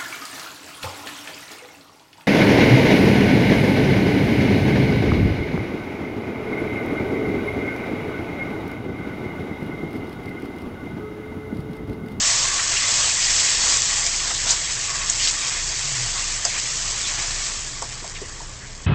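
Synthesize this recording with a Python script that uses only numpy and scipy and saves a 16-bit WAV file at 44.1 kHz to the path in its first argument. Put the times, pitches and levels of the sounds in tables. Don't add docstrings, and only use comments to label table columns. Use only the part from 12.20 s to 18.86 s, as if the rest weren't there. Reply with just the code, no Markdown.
import sys
import numpy as np
from scipy import signal
from scipy.fft import rfft, irfft, next_fast_len
from scipy.io import wavfile
from scipy.ndimage import uniform_filter1d

SR = 44100
rng = np.random.default_rng(int(sys.argv[2]) if len(sys.argv) > 2 else 0)


def store_wav(level_fs):
    pcm = np.round(np.clip(np.atleast_2d(level_fs), -1, 1) * 32767)
    wavfile.write(sys.argv[1], SR, pcm.T.astype(np.int16))


N = 293787
TIME = np.arange(N) / SR
SETTLED_DB, QUENCH_DB = -27, 5

# frequency in Hz, relative gain in dB.
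FIZZ_SPECTRUM = [(300, -22), (1450, -19.5), (3000, -8), (4000, -7), (4900, -2.5), (5700, -2.5), (7200, 0),
                 (7800, -1), (8300, -9), (8800, -27.5)]
SAUCE_SPECTRUM = [(200, -17.5), (450, -11), (900, -11), (1500, -5.5), (1690, 4), (1900, 5), (2400, 4),
                  (3200, 0), (4200, -4), (6500, -21.5)]
RUB_SPECTRUM = [(150, -17), (350, -9.5), (600, -8), (695, -2), (760, -7.5), (840, 2), (1000, 1),
                (1250, -1.5), (1450, -1), (1700, -0.5), (2100, -9.5), (4000, -46)]
BURNER_SPECTRUM = [(15, -11), (28, 14.5), (42, -6), (58, 6.5), (76, -3.5), (100, 3), (122, 2.5), (155, -4),
                   (220, -11.5), (450, -12), (1000, -23.5), (4000, -38.5)]
# frequency in Hz, relative level in dB, time to decay by 60 dB in seconds.
WOK_MODES = [(549, -15, .15), (695, 0, .12), (931, -9, .08), (1140, -9, .07), (1330, -13, .05),
             (2211, -14, .08), (4950, -6, .05)]
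# midpoint and length in seconds, relative levels of dull
# rub and bare-metal ring in dB, surges of fizz and bubbling in dB (below 0 they dip).
STROKES_AND_LULL = [(0.096, 0.41, -36.5, -39, 2.5, 2), (0.338, 0.32, -39, -35.5, -1, 0),
                    (0.596, 0.34, -47, -42, -0.2, 3), (0.794, .3, -34, -38.5, 2.5, 2.5),
                    (1.209, 0.52, -43, -46, 2.5, 3), (1.489, .24, -33, -45, 4, 2),
                    (1.773, 0.26, -39.5, -39.5, 1, 1), (2.064, 0.16, -37, -46, -0.5, 2.5),
                    (2.306, .17, -33, -47, 1.5, 0.5), (2.774, 0.29, -39, -38, -.5, 2),
                    (3.005, 0.38, -45.5, -50, 2.5, 1), (3.277, 0.27, -42.5, -42, 0.7, 3),
                    (3.822, .4, -58, -57, 1.5, 2), (3.984, 0.23, -43, -39.5, 0, 2.5),
                    (4.2, .12, -56, -57, -3, -0.5), (4.363, 0.11, -40, -47, 0.2, 5),
                    (4.709, .24, -44, -48, .3, 1.7), (4.993, 0.38, -37, -56, -0.2, 1),
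                    (5.236, .22, -57, -57, 0.2, 0)]
# time of the peak in seconds, level in dB, width in seconds, centre in Hz, spread in octaves.
SAUCE_FLARES = [(0.397, -25.5, 0.015, 1707, 0.59), (0.57, -21.5, 0.0099, 2770, 0.19),
                (2.155, -28, 0.025, 3800, .16), (2.299, -19, 0.046, 6400, 0.97),
                (3.001, -29, 0.028, 2820, 0.2), (3.041, -20.5, 0.035, 5000, 0.71),
                (3.085, -20, 0.019, 5660, 0.55), (4.847, -24.5, .014, 3500, .07),
                (4.875, -30, 0.035, 4500, 0.65), (5.959, -34, 0.023, 2470, 0.6),
                (6.428, -43.5, 0.043, 1730, 0.26)]
# start in seconds, peak level in dB.
DROPLET_SPITS = [(0.7412, -4), (1.0272, -10), (1.542, -7), (1.6203, -3), (1.8655, -5), (4.23, -18),
                 (4.399, -14), (5.025, -10), (5.574, -21), (5.6236, -12), (5.878, -18), (5.898, -20)]
# start in seconds, level in dB, centre in Hz,
# spread in octaves, ring of the pan in dB relative to the knock.
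FLAT_KNOCKS = [(2.107, -21.5, 1200, 0.82, -13), (2.264, -27, 750, .31, -19),
               (4.2514, -20.5, 1450, 0.64, -3), (5.622, -20.5, 834, .45, -11), (5.824, -32, 353, 0.56, -22),
               (5.842, -29, 716, 0.26, -12), (6.017, -25, 425, .33, -26), (6.202, -30, 850, 0.27, -18),
               (6.217, -30.5, 646, 0.76, -19)]
# start in seconds, level in dB, centre in Hz,
# spread in octaves, ring of the blade in dB relative to the tick.
EDGE_TICKS = [(2.306, -9, 6600, .15, -20), (2.321, -19, 6000, .7, -21), (2.898, -9, 7400, 0.3, -24),
              (3.073, -11.5, 3550, .75, -20), (4.2508, -10.5, 6700, .27, 1)]


def amp(db):
    return 10 ** (np.asarray(db) / 20)


def unit_rms(x):
    return x / np.sqrt(np.mean(x ** 2) + 1e-20)


def add(mix, start_s, sound):
    part = mix[max(round(start_s * SR), 0):][:len(sound)]
    part += sound[:len(part)]


def colour(x, spectrum, size=4096):
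    hz, db = np.transpose(spectrum)
    bin_hz = abs(np.fft.fftfreq(size, 1 / SR)) + 1
    log_gain = np.log(amp(np.interp(np.log(bin_hz), np.log(hz), db)))
    response = np.fft.ifft(np.exp(np.conj(signal.hilbert(log_gain)))).real
    return signal.oaconvolve(x, response[:size // 2])[:len(x)]


def band(x, hz, octaves, top_hz=8150):
    f = np.fft.rfftfreq(len(x), 1 / SR) + 1
    bell = np.exp(-.5 * (np.log2(f / hz) / octaves) ** 2)
    return unit_rms(irfft(rfft(x) * bell / (1 + (f / top_hz) ** 36), len(x)))


def wander(rate_hz):
    size = next_fast_len(N)
    lowpass = np.exp(-(np.fft.rfftfreq(size, 1 / SR) / rate_hz) ** 2)
    return unit_rms(irfft(rfft(rng.standard_normal(size)) * lowpass, size)[:N])


def impulses(per_s, spread_db=3):
    size = amp(spread_db * np.minimum(rng.exponential(1, N), 5))
    return unit_rms(size * rng.choice([-1, 1], N) * (rng.random(N) < per_s / SR))


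def bubble_rings(per_s, low_hz, high_hz, decay_cycles, sizes=32):
    clicks = impulses(per_s)
    size = rng.integers(0, sizes, N)
    out = np.zeros(N)
    for k, hz in enumerate(np.linspace(low_hz, high_hz, sizes)):
        radius, angle = np.exp(-hz / SR / decay_cycles), 2 * np.pi * hz / SR
        feedback = [1, -2 * radius * np.cos(angle), radius * radius]
        out += signal.lfilter([np.sqrt(hz) * np.sin(angle)], feedback, clicks * (size == k) + 1e-18)
    return unit_rms(out)


def clusters(x, depth_db):
    spectra = signal.stft(x, nperseg=512)[2]
    tint = uniform_filter1d(rng.standard_normal(spectra.shape), 5, axis=0)
    tint = unit_rms(uniform_filter1d(tint, 12, axis=1))
    return signal.istft(spectra * amp(depth_db * tint))[1][:N]


def heat_db(spread_at_s=1.96, spread_s=.27, rest_at_s=5.27, drop_db=6, drop_s=.18, fade_db_per_s=7.5):
    fresh = 1 / (1 + np.exp((TIME - spread_at_s) / spread_s))
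    rest_s = np.maximum(TIME - rest_at_s, 0)
    return QUENCH_DB * fresh - drop_db * (1 - np.exp(-rest_s / drop_s)) - fade_db_per_s * rest_s


def stir_curves():
    curves = np.zeros((4, N))
    for middle_s, length_s, rub_db, ring_db, fizz_db, sauce_db in STROKES_AND_LULL:
        during = abs(TIME - middle_s) < length_s / 2
        arch = np.cos(np.pi * (TIME[during] - middle_s) / length_s)
        curves[:, during] += np.outer([amp(rub_db), amp(ring_db), fizz_db, sauce_db], arch)
    return dict(zip(["rub", "ring", "fizz_db", "sauce_db"], curves))


def frying_db():
    return SETTLED_DB + heat_db() + stir_curves()["fizz_db"]


def fizz(peak_per_s=10000, floor_per_s=500, thinning=.9, flicker_db=.5, trim_db=.5):
    level_db = frying_db()
    per_s = floor_per_s + peak_per_s * amp(thinning * (level_db - level_db.max()))
    pops = impulses(per_s) + .35 * bubble_rings(per_s, low_hz=3500, high_hz=8540, decay_cycles=3.3)
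    pops = colour(pops / np.sqrt(per_s), FIZZ_SPECTRUM)
    pops *= amp(flicker_db * wander(rate_hz=92))
    return unit_rms(clusters(pops, depth_db=.34)) * amp(level_db + trim_db)


def bubbling(per_s=4500, settled_db=-36, heat_share=.82, flicker_db=1):
    pops = impulses(per_s) + .22 * bubble_rings(per_s / 2, low_hz=1200, high_hz=4235, decay_cycles=5.1)
    pops = colour(pops, SAUCE_SPECTRUM) * amp(flicker_db * wander(rate_hz=33))
    level_db = settled_db + heat_share * heat_db() + stir_curves()["sauce_db"]
    return unit_rms(clusters(pops, depth_db=1.84)) * amp(level_db)


def crackle(per_s=70, frying_share=.95, offset_db=-22):
    pops = unit_rms(colour(impulses(per_s, spread_db=-1.5), FIZZ_SPECTRUM))
    return pops * amp(frying_share * frying_db() + offset_db)


def burner_rumble(level_db=-39.5):
    return amp(level_db) * unit_rms(colour(rng.standard_normal(N), BURNER_SPECTRUM, size=16384))


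def machine_hum(hz=29.2, level_db=-41.5, waver_hz=.79, throb_db=.5):
    pitch_hz = hz + waver_hz * wander(rate_hz=3.7)
    tone = np.sin(2 * np.pi * np.cumsum(pitch_hz) / SR)
    return amp(level_db) * unit_rms(tone * amp(-throb_db * wander(rate_hz=9)))


def wok_ring(t):
    return sum(amp(db - 60 * t / t60) * np.sin(2 * np.pi * hz * t) for hz, db, t60 in WOK_MODES)


def stirring(per_s=3500, modes_db=-14, idle_rub_db=-42, idle_ring_db=-48.5, heat_share=.44, trim_db=-1):
    blade = stir_curves()
    shifting = amp(heat_share * heat_db())
    modes = unit_rms(signal.oaconvolve(impulses(per_s), wok_ring(TIME[:SR // 4]))[:N])
    rub = unit_rms(colour(impulses(per_s), RUB_SPECTRUM)) + amp(modes_db) * modes
    ring = band(impulses(per_s), hz=1140, octaves=.09)
    rub_gain = np.hypot(blade["rub"], amp(idle_rub_db) * shifting)
    ring_gain = np.hypot(blade["ring"], amp(idle_ring_db) * shifting)
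    return amp(trim_db) * (rub * rub_gain + ring * ring_gain)


def flares(per_s=12000, rise_share=.4):
    out, t = np.zeros(N), TIME[:SR // 4] - 1 / 8
    for peak_s, db, width_s, hz, octaves in SAUCE_FLARES:
        side_s = width_s * np.where(t < 0, rise_share, 1 - rise_share)
        swell = np.exp(-.5 * (t / side_s) ** 2)
        rush = band(impulses(per_s, spread_db=2)[:len(t)], hz, octaves)
        add(out, peak_s + t[0], amp(db) * swell * rush)
    return out


def spits(t60=.003):
    out, t = np.zeros(N), TIME[:SR // 50]
    for start_s, db in DROPLET_SPITS:
        snap = colour(rng.standard_normal(len(t)) * amp(-60 * t / t60), FIZZ_SPECTRUM)
        add(out, start_s, amp(db) * snap / abs(snap).max())
    return out


def impact(t, hz, octaves, ring_db, t60, rise_s=.00033):
    clack = band(rng.standard_normal(len(t)), hz, octaves) * amp(-60 * t / t60)
    return (1 - np.exp(-t / rise_s)) * (clack + amp(ring_db) * wok_ring(t))


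def knocks_and_ticks(blade_hz=4920, blade_t60=.023):
    out, t = np.zeros(N), TIME[:SR // 4]
    blade_ring = amp(-60 * t / blade_t60) * np.sin(2 * np.pi * blade_hz * t)
    for start_s, db, hz, octaves, ring_db in FLAT_KNOCKS:
        add(out, start_s, amp(db) * impact(t, hz, octaves, ring_db, t60=.038))
    for start_s, db, hz, octaves, blade_db in EDGE_TICKS:
        tick = impact(t, hz, octaves, ring_db=-33, t60=.03)
        add(out, start_s, amp(db) * (tick + amp(blade_db) * blade_ring))
    return out


def far_drone(start_s=3.62, length_s=.27, hz=136.4, sag_hz=31.2, waver_hz=7, middle_db=-37, swell_db=13):
    progress = np.clip((TIME - start_s) / length_s, 0, 1)
    pitch_hz = hz - sag_hz * progress ** 2 + waver_hz * wander(rate_hz=33)
    tone = unit_rms(np.sin(2 * np.pi * np.cumsum(pitch_hz) / SR))
    gate = np.minimum(np.minimum(progress, 1 - progress) * length_s / .035, 1)
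    return tone * gate * amp(middle_db + swell_db * (progress - .5))


def kitchen(x, bowl_db, bowl_t60, room_db, spots, room_t60=.14, echoes_per_s=3000, hop=128):
    t, out = TIME[:SR // 4], x.copy()
    spot = np.repeat(rng.integers(0, spots, N // hop + 1), hop)[:N]
    for k in range(spots):
        taps = rng.choice([-1, 1], len(t)) * (rng.random(len(t)) < echoes_per_s / SR)
        bowl = taps * amp(-60 * t / bowl_t60) * (t > .0007)
        room = taps * amp(-60 * t / room_t60) * (t > .006)
        echoes = amp(bowl_db) * bowl / np.linalg.norm(bowl) + amp(room_db) * room / np.linalg.norm(room)
        share = np.sqrt(abs(uniform_filter1d(1. * (spot == k), hop)))
        out += signal.oaconvolve(x * share, echoes)[:N]
    return out / np.sqrt(1 + amp(bowl_db) ** 2 + amp(room_db) ** 2)


def scene():
    in_bowl = fizz() + bubbling() + stirring() + flares()
    deep = kitchen(in_bowl, bowl_db=-6.5, bowl_t60=.043, room_db=-12, spots=20)
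    on_wall = spits() + crackle() + knocks_and_ticks()
    near = kitchen(on_wall, bowl_db=-8.5, bowl_t60=.023, room_db=-9, spots=6)
    return (deep + near + burner_rumble() + machine_hum() + far_drone())[None]


def record(dry):
    lowpass = signal.firwin(401, cutoff=8950, window=("kaiser", 9), fs=SR)
    return signal.oaconvolve(dry, lowpass[None], "same")


dry = scene()
out = record(dry)
store_wav(out)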